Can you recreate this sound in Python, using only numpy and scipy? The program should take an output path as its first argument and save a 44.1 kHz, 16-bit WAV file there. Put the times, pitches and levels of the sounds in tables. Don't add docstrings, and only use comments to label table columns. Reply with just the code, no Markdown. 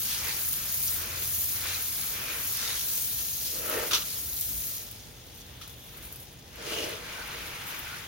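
import sys
import numpy as np
from scipy import signal
from scipy.fft import rfft, irfft, next_fast_len
from scipy.io import wavfile
from scipy.ndimage import uniform_filter1d

SR = 44100
rng = np.random.default_rng(int(sys.argv[2]) if len(sys.argv) > 2 else 0)


def generate_wav(signal):
    frames = np.transpose(np.atleast_2d(signal))
    scaled = np.clip(frames, -1, 1) * 32767
    pcm = np.round(scaled).astype(np.int16)
    wavfile.write(sys.argv[1], SR, pcm)


def volts(x):
    e = np.asarray(x, float) / 20
    return 10 ** e


N = 355887
STEP = 44

# [t/s, fizz level on the slab/dB, splash level in pooled water/dB]
SPRAY = [(0, -33.5, -44), (.95, -32.5, -41.5), (1.35, -33, -42), (2.0, -36, -41.5), (2.45, -34.5, -43.5),
         (2.95, -32.5, -40), (3.25, -37, -42.5), (4.0, -39, -42.5), (4.22, -39, -46.5),
         (4.76, -41.5, -44.5), (5.02, -60.5, -53), (5.2, -64, -55.5), (5.6, -61, -58), (6.13, -52.5, -54.5),
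         (6.42, -71, -58), (7.0, -61.5, -50.5), (7.7, -47, -49), (8.07, -57, -51)]
# [f/Hz, level per Hz/dB]
FIZZ_SPECTRUM = [(2500, -25), (5000, -9), (7000, 1), (9000, -4), (12000, 2.5), (15000, 3.5), (17000, 0)]
SPLASH_SPECTRUM = [(800, -33), (2000, -13.5), (3300, -3.5), (4500, -1.5), (6500, -1), (8500, -7.5),
                   (13000, -14)]
WALL_SPECTRUM = [(400, -13.5), (800, -10), (1300, -2), (1800, -2), (2500, -2), (3200, -4.5), (4500, -10.5),
                 (9000, -22)]
# [f/Hz, width/Hz, level/dB]
HOLLOW_MODES = [(260, 85, -14.5), (342, 55, -6.5), (470, 94, -2.5), (610, 90, -6), (875, 160, -17.5)]
# [arrival t/s, stay/s, change of fizz level/dB]
SHADES = [(.15, 0.16, -5.5), (.6, 0.068, -5), (1.05, 0.076, -9), (1.64, 0.039, -6), (2.2, 0.12, -6),
          (2.62, .1, -6), (4.4, 0.27, 3), (6.72, 0.12, 15), (7.55, .04, -7)]
# [arrival t/s, stay/s, level/dB]
SPITS = [(5.27, .01, -63), (5.38, .03, -55), (5.63, .01, -62), (5.7, .03, -56), (5.87, .02, -58),
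         (5.97, .02, -57), (6.04, .03, -49), (6.2, 0.032, -53), (6.33, .01, -78), (7.46, .03, -50),
         (7.67, .04, -46.5), (7.79, 0.018, -57)]
# [arrival t/s, stay/s, level/dB]
PUDDLE = [(.11, 0.01, -35), (1.19, 0.063, -47), (.29, 0.05, -37), (1.7, 0.054, -39.5), (2.57, .2, -38.5),
          (2.81, 0.0075, -54), (3.47, 0.016, -39), (4.1, 0.058, -42.5), (4.42, 0.011, -46.5),
          (5.39, .02, -58), (5.62, 0.018, -60), (6.7, 0.14, -40.5)]
# [arrival t/s, stay/s, wall level/dB, hollow level over wall/dB]
POTS = [(.15, 0.03, -45, -27), (.26, 0.056, -43, -10), (.61, .06, -50, -12), (1.02, 0.17, -44, -10),
        (1.649, 0.05, -40.5, -13), (2.0, 0.029, -48, -26), (2.2, .18, -41, -12), (2.63, 0.067, -41, -15),
        (3.71, .11, -39, -5), (4.16, .02, -54, -12), (5.52, .02, -58.5, -4), (5.96, 0.1, -54.5, -9),
        (6.69, 0.23, -41, -6), (7.1, 0.27, -42.5, -10), (7.42, 0.22, -44, -12), (7.72, 0.26, -43, -17)]
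# [arrival t/s, stay/s, level/dB]
DRUMS = [
    (3.765, .02, -37.5),
    (6.8, 0.034, -40.5),
]
# [t/s, level/dB]
ROAD = [(0, -49.5), (2.0, -53), (3.2, -52.5), (4.4, -52.5), (4.53, -48.5), (4.72, -53.5), (5.2, -53),
        (6.6, -53.5), (8.07, -52)]
# [t/s, f/Hz, level/dB]
DRONE = [(0.6, 78.8, -48), (0.712, 85, -62), (0.74, 85.3, -55), (1.394, 88, -49), (1.504, 85.3, -58),
         (1.566, 90.1, -50), (1.992, 88.2, -55), (2.0, 88.1, -53)]
# [f/Hz, level per Hz/dB]
RUMBLE_SPECTRUM = [(15, -46), (25, -48), (48, 0), (114, -3), (242, -13), (277, -10)]
AIR_SPECTRUM = [(242, -5.5), (277, -10), (641, -14), (818, -12.5), (1130, -19.5), (3430, -15), (7710, -48),
                (16000, -26)]
# [t/s, peak level/dB, 60 dB decay time/s, knock share level/dB]
SMACKS = [(0.101, -26, 0.15, -23), (0.879, -25, 0.11, -25), (2.807, -23, 0.078, -28),
          (3.91, -15.5, 0.36, -9), (3.932, -8, 0.06, -18), (3.944, -14.5, 0.17, -24),
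          (4.018, -30, 0.07, -11), (5.612, -31.5, 0.33, -9.5)]
# [f/Hz, width/Hz, level/dB]
SMACK_MODES = [(1320, 440, 0), (2700, 900, -6), (3650, 1800, 0), (5830, 2300, -3), (10800, 9600, -16.5)]
# [middle t/s, length/s, f/Hz, width/Hz, level/dB]
RINGS = [(.281, .18, 2110, 600, -41.5), (.282, .3, 890, 277.8, -54), (0.884, .035, 5700, 1600, -36.5),
         (1.131, .28, 2530, 500, -53), (1.68, 0.27, 880, 324, -57), (1.704, .22, 2450, 700, -43.5),
         (1.721, 0.21, 3980, 700, -43), (2.301, 0.37, 2460, 400, -47), (2.615, .24, 5850, 600, -46),
         (2.682, 0.38, 3900, 700, -45.5), (3.301, .48, 6500, 500, -46.5), (3.751, .36, 1330, 220, -44),
         (3.773, 0.27, 1830, 220, -46), (5.63, 0.05, 3350, 900, -51), (5.7, 1.9, 3500, 800, -59),
         (6.79, .34, 2900, 550, -40), (6.799, .36, 400, 160, -45), (7.201, .48, 920, 324, -53),
         (7.202, 0.16, 1510, 100, -45), (7.681, .7, 930, 277.8, -54.5), (7.909, .2, 1470, 140, -48)]
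# [t/s, peak level/dB, f/Hz]
DROPS = [(0.4858, -15, 14900), (0.5307, -14, 13700), (0.743, -15, 13100), (0.8275, -19, 9100),
         (2.5262, -17, 14600), (3.046, -18.5, 14500), (3.697, -18, 13300), (3.9335, -22, 8870),
         (4.41, -13, 14000), (4.4912, -22, 14600), (4.9127, -25, 14000), (5.2679, -39, 15500),
         (5.3487, -37, 15200), (5.3763, -35, 12400), (5.6151, -37, 15400), (5.6765, -29, 12600),
         (5.697, -35, 15100), (5.9723, -30, 14000), (6.0262, -39, 15500), (6.125, -27, 14300),
         (6.1589, -29, 12600), (6.2023, -33, 11600), (6.3275, -38, 14700), (6.558, -34, 12200),
         (6.8902, -31, 11600), (7.2764, -30, 12500), (7.4714, -33, 14900), (7.6111, -41, 14900),
         (7.676, -32, 14100), (7.7922, -23, 15000)]
# [left delay/ms, right delay/ms, gain]
ECHOES = [
    (.75, 0.893, 0.16),
    (1.3, 1.152, 0.23),
    (2.3, 2.6, 0.22),
]
# [t/s, factor on echo delays]
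WALK = [(0, 0.93), (1.2, 1.08), (2.4, 1.04), (3.5, 0.91), (4.5, 0.6), (6.5, 1.07), (8.1, 1.06)]
# [f/Hz, shared share of the power]
LIKENESS = [(25, .75), (60, .87), (150, .95), (300, .88), (600, .33), (1500, .3), (4000, .33), (15000, .28)]
# [f/Hz, left minus right level/dB]
TILT = [(60, -1.5), (130, 0.5), (290, -1), (640, 0.5), (1410, 1.5), (3100, 1.5), (6820, 0), (15000, 2.5)]
# [f/Hz, level/dB]
PORT = [(6300, 2), (6900, 2.5), (7300, -4), (7550, -3), (7900, -2.5), (8500, 2.5), (9500, 6)]


def evened(x):
    return x / np.sqrt(np.mean(x ** 2) + 1e-20)


def read(points, hz):
    f, value = np.transpose(points)
    return np.interp(np.log(hz + 1), np.log(f + 1), value)


def curve(rows, count):
    rows = np.asarray(rows)
    return np.interp(np.arange(N) / SR, rows[:, 0], rows[:, count])


def colour(x, gain):
    size = next_fast_len(N)
    return irfft(rfft(x, size) * gain(np.fft.rfftfreq(size, 1 / SR)), size)[..., :N]


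def spectrum(points):
    return lambda hz: volts(read(points, hz))


def peaks(modes):
    return lambda hz: np.sqrt(sum(volts(2 * db) / (1 + (2 * (hz - f) / w) ** 2) ** 2 for f, w, db in modes))


def patter(per_s, spread_db, ring_ms, bed):
    size = volts(2 * spread_db * np.minimum(rng.exponential(1, N), 4))
    hits = size * (rng.random(N) < per_s / SR)
    power = signal.lfilter([1], [1, -np.exp(-1000 / (ring_ms * SR))], hits)
    return rng.standard_normal((2, N)) * np.sqrt(abs(bed) + power / power.mean())


def stays(rows, slopes):
    knee_db, beyond = 12, 1.7
    t, rows = np.arange(N // STEP + 2) * STEP / SR, np.asarray(rows)
    start = rows[:, :1]
    end = start + abs(rows[:, 1:2])
    under = slopes[0] * np.maximum(start - t, 0) + slopes[1] * np.maximum(t - end, 0)
    return -under - beyond * np.maximum(under - knee_db, 0)


def at_samples(coarse):
    return np.interp(np.arange(N) / STEP, np.arange(len(coarse)), coarse)


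def visits(rows, slopes, top_db=None):
    if top_db is None:
        top_db = np.transpose(rows)[2]
    return at_samples(volts(2 * (stays(rows, slopes) + top_db[:, None])).sum(0))


def part(x, gain, power):
    return evened(colour(x, gain)) * np.sqrt(power)


def fizz():
    shade_db = np.transpose(SHADES)[2] @ volts(stays(SHADES, (130, 85)))
    slab_db = curve(SPRAY, count=1) + at_samples(shade_db)
    power = volts(2 * slab_db) + visits(SPITS, (460, 620))
    return part(patter(900, 2.5, 0.23, 2.3), spectrum(FIZZ_SPECTRUM), power)


def splash():
    power = volts(2 * curve(SPRAY, count=2)) + visits(PUDDLE, (110, 104))
    return part(patter(600, 3.9, 0.34, 2.05), spectrum(SPLASH_SPECTRUM), power)


def walls():
    pool_db = curve(SPRAY, count=2)
    stray_db = -51.5 + 0.63 * (pool_db - pool_db[0]) - 1.37 * np.arange(N) / SR
    power = volts(2 * stray_db) + visits(POTS, (85, 72))
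    return part(patter(400, 0.83, 0.52, 9.3), spectrum(WALL_SPECTRUM), power)


def hollow():
    pots = np.transpose(POTS)
    power = volts(2 * -63.5) + visits(POTS, (99, 91), pots[2] + pots[3]) + visits(DRUMS, (56, 65))
    return part(patter(250, 3.2, 6.2, 1.7), peaks(HOLLOW_MODES), power)


def patchy(x, patch_db, flutter_db):
    z = signal.stft(x, nperseg=256)[2]
    field = rng.standard_normal(z.shape[1:])
    patches = evened(uniform_filter1d(uniform_filter1d(field, size=5, axis=0), size=14, axis=1))
    flutter = evened(uniform_filter1d(rng.standard_normal(z.shape[2]), size=9))
    return signal.istft(z * volts(patch_db * patches + flutter_db * flutter), nperseg=256)[1][:, :N]


def spray():
    return patchy(fizz() + splash() + walls() + hollow(), patch_db=1.0, flutter_db=0.5)


def yard(split_hz=230, air_db=-56):
    noise = rng.standard_normal((2, 2, N))
    low = lambda hz: 1 / np.sqrt(1 + (hz / split_hz) ** 6)
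    rumble = evened(colour(noise[0], lambda hz: volts(read(RUMBLE_SPECTRUM, hz)) * low(hz)))
    rumble = rumble * volts(curve(ROAD, count=1))
    air = evened(colour(noise[1], lambda hz: volts(read(AIR_SPECTRUM, hz)) * np.sqrt(1 - low(hz) ** 2)))
    t = np.arange(N) / SR
    fade = np.clip(np.minimum(t - DRONE[0][0], DRONE[-1][0] - t) / 0.16, 0, 1)
    phase = 2 * np.pi * np.cumsum(curve(DRONE, count=1)) / SR
    drone = np.sqrt(2) * np.sin(phase) * volts(curve(DRONE, count=2))
    rumble[0] += drone * fade
    return rumble + volts(air_db) * air


def smacks(rise_ms=1.3):
    t, level = np.arange(N) / SR, np.zeros((2, N))
    for s, db, t60, knock_db in SMACKS:
        age = np.maximum(t - s, 0)
        shape = volts(db - 13.5 - 60 * age / t60) * np.minimum(age * 1000 / rise_ms, 1)
        level += shape * volts([[0], [knock_db]])
    burst = patter(900, 1.1, 0.87, 0.9)
    wet = evened(colour(burst, peaks(SMACK_MODES[1:])))
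    knock = evened(colour(burst, peaks(SMACK_MODES[:1])))
    return wet * level[0] + knock * level[1]


def rings():
    out, size = np.zeros((2, N)), 65536
    drive = rfft(patter(210, 3.0, 0.87, 2.2)[:, :size])
    for s, length_s, hz, width, db in RINGS:
        count = round(length_s * SR)
        band = irfft(drive * peaks([(hz, width, 0)])(np.fft.rfftfreq(size, 1 / SR)))
        band = np.roll(np.tile(band, 2), rng.integers(size), axis=1)[:, :count]
        start = round((s - length_s / 2) * SR)
        out[:, start:][:, :count] += volts(db) * evened(band) * np.hanning(count)
    return out


def drops(tick_ms=1.0, spatter_ms=9, spatter_db=-13, tone_db=-4):
    count = 2000
    out, t_ms = np.zeros((2, N + count)), np.arange(count) / SR * 1000
    noise = rng.standard_normal((len(DROPS), 2, count))
    for (s, db, hz), n in zip(DROPS, noise):
        ring = volts(tone_db) * np.sin(2 * np.pi * hz * t_ms / 1000)
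        tick = (ring + 0.19 * n) * np.exp(-t_ms / tick_ms)
        spatter = volts(spatter_db) * n * np.exp(-t_ms / spatter_ms)
        out[:, round(s * SR):][:, :count] += volts(db - 2) * (tick + spatter)
    return colour(out[:, :N], lambda hz: 1 / np.sqrt(1 + (9000 / (hz + 1)) ** 6))


def echoed(x):
    lag_ms = 0.038
    hz, t, z = signal.stft(x, SR, nperseg=1024)
    turns = -2j * np.pi * np.outer(hz, np.interp(t, *np.transpose(WALK))) / 1000
    paths = [1 + sum(e[2] * np.exp(turns * e[side]) for e in ECHOES) for side in (0, 1)]
    paths[0] = paths[0] * np.exp(-2j * np.pi * hz * lag_ms / 1000)[:, None]
    power = 1 + sum(e[2] ** 2 for e in ECHOES)
    return signal.istft(z * paths / np.sqrt(power), SR, nperseg=1024)[1][:, :N]


def scattered(x):
    z = signal.stft(x, window="cosine", nperseg=512)[2]
    z = z * np.exp(2j * np.pi * rng.random(z.shape))
    y = signal.istft(z, window="cosine", nperseg=512)[1][:N]
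    return evened(y) * np.std(x)


def scene():
    water, far, hits = spray() + rings(), yard(), drops() + smacks()
    a, b = water + hits
    same = lambda hz: np.clip(read(LIKENESS, hz), 0, 1)
    shared = echoed((a + b) / np.sqrt(2)) + far[0]
    left = (a - b) / np.sqrt(2) + far[1]
    right = scattered(water[1]) + np.roll(hits[1], 40) + np.roll(far[1], 9001)
    apart = np.array([left, right])
    both = colour(shared, lambda hz: np.sqrt(same(hz))) + colour(apart, lambda hz: np.sqrt(1 - same(hz)))
    return colour(both, lambda hz: volts(np.outer([.5, -.5], read(TILT, hz))))


def roll_off(x):
    return signal.sosfilt(signal.butter(12, 17060, fs=SR, output="sos"), x)


def record(dry):
    heard = colour(dry, lambda hz: volts(read(PORT, hz)) * (hz < 15950))
    return roll_off(heard)


dry = scene()
out = record(dry)
generate_wav(out)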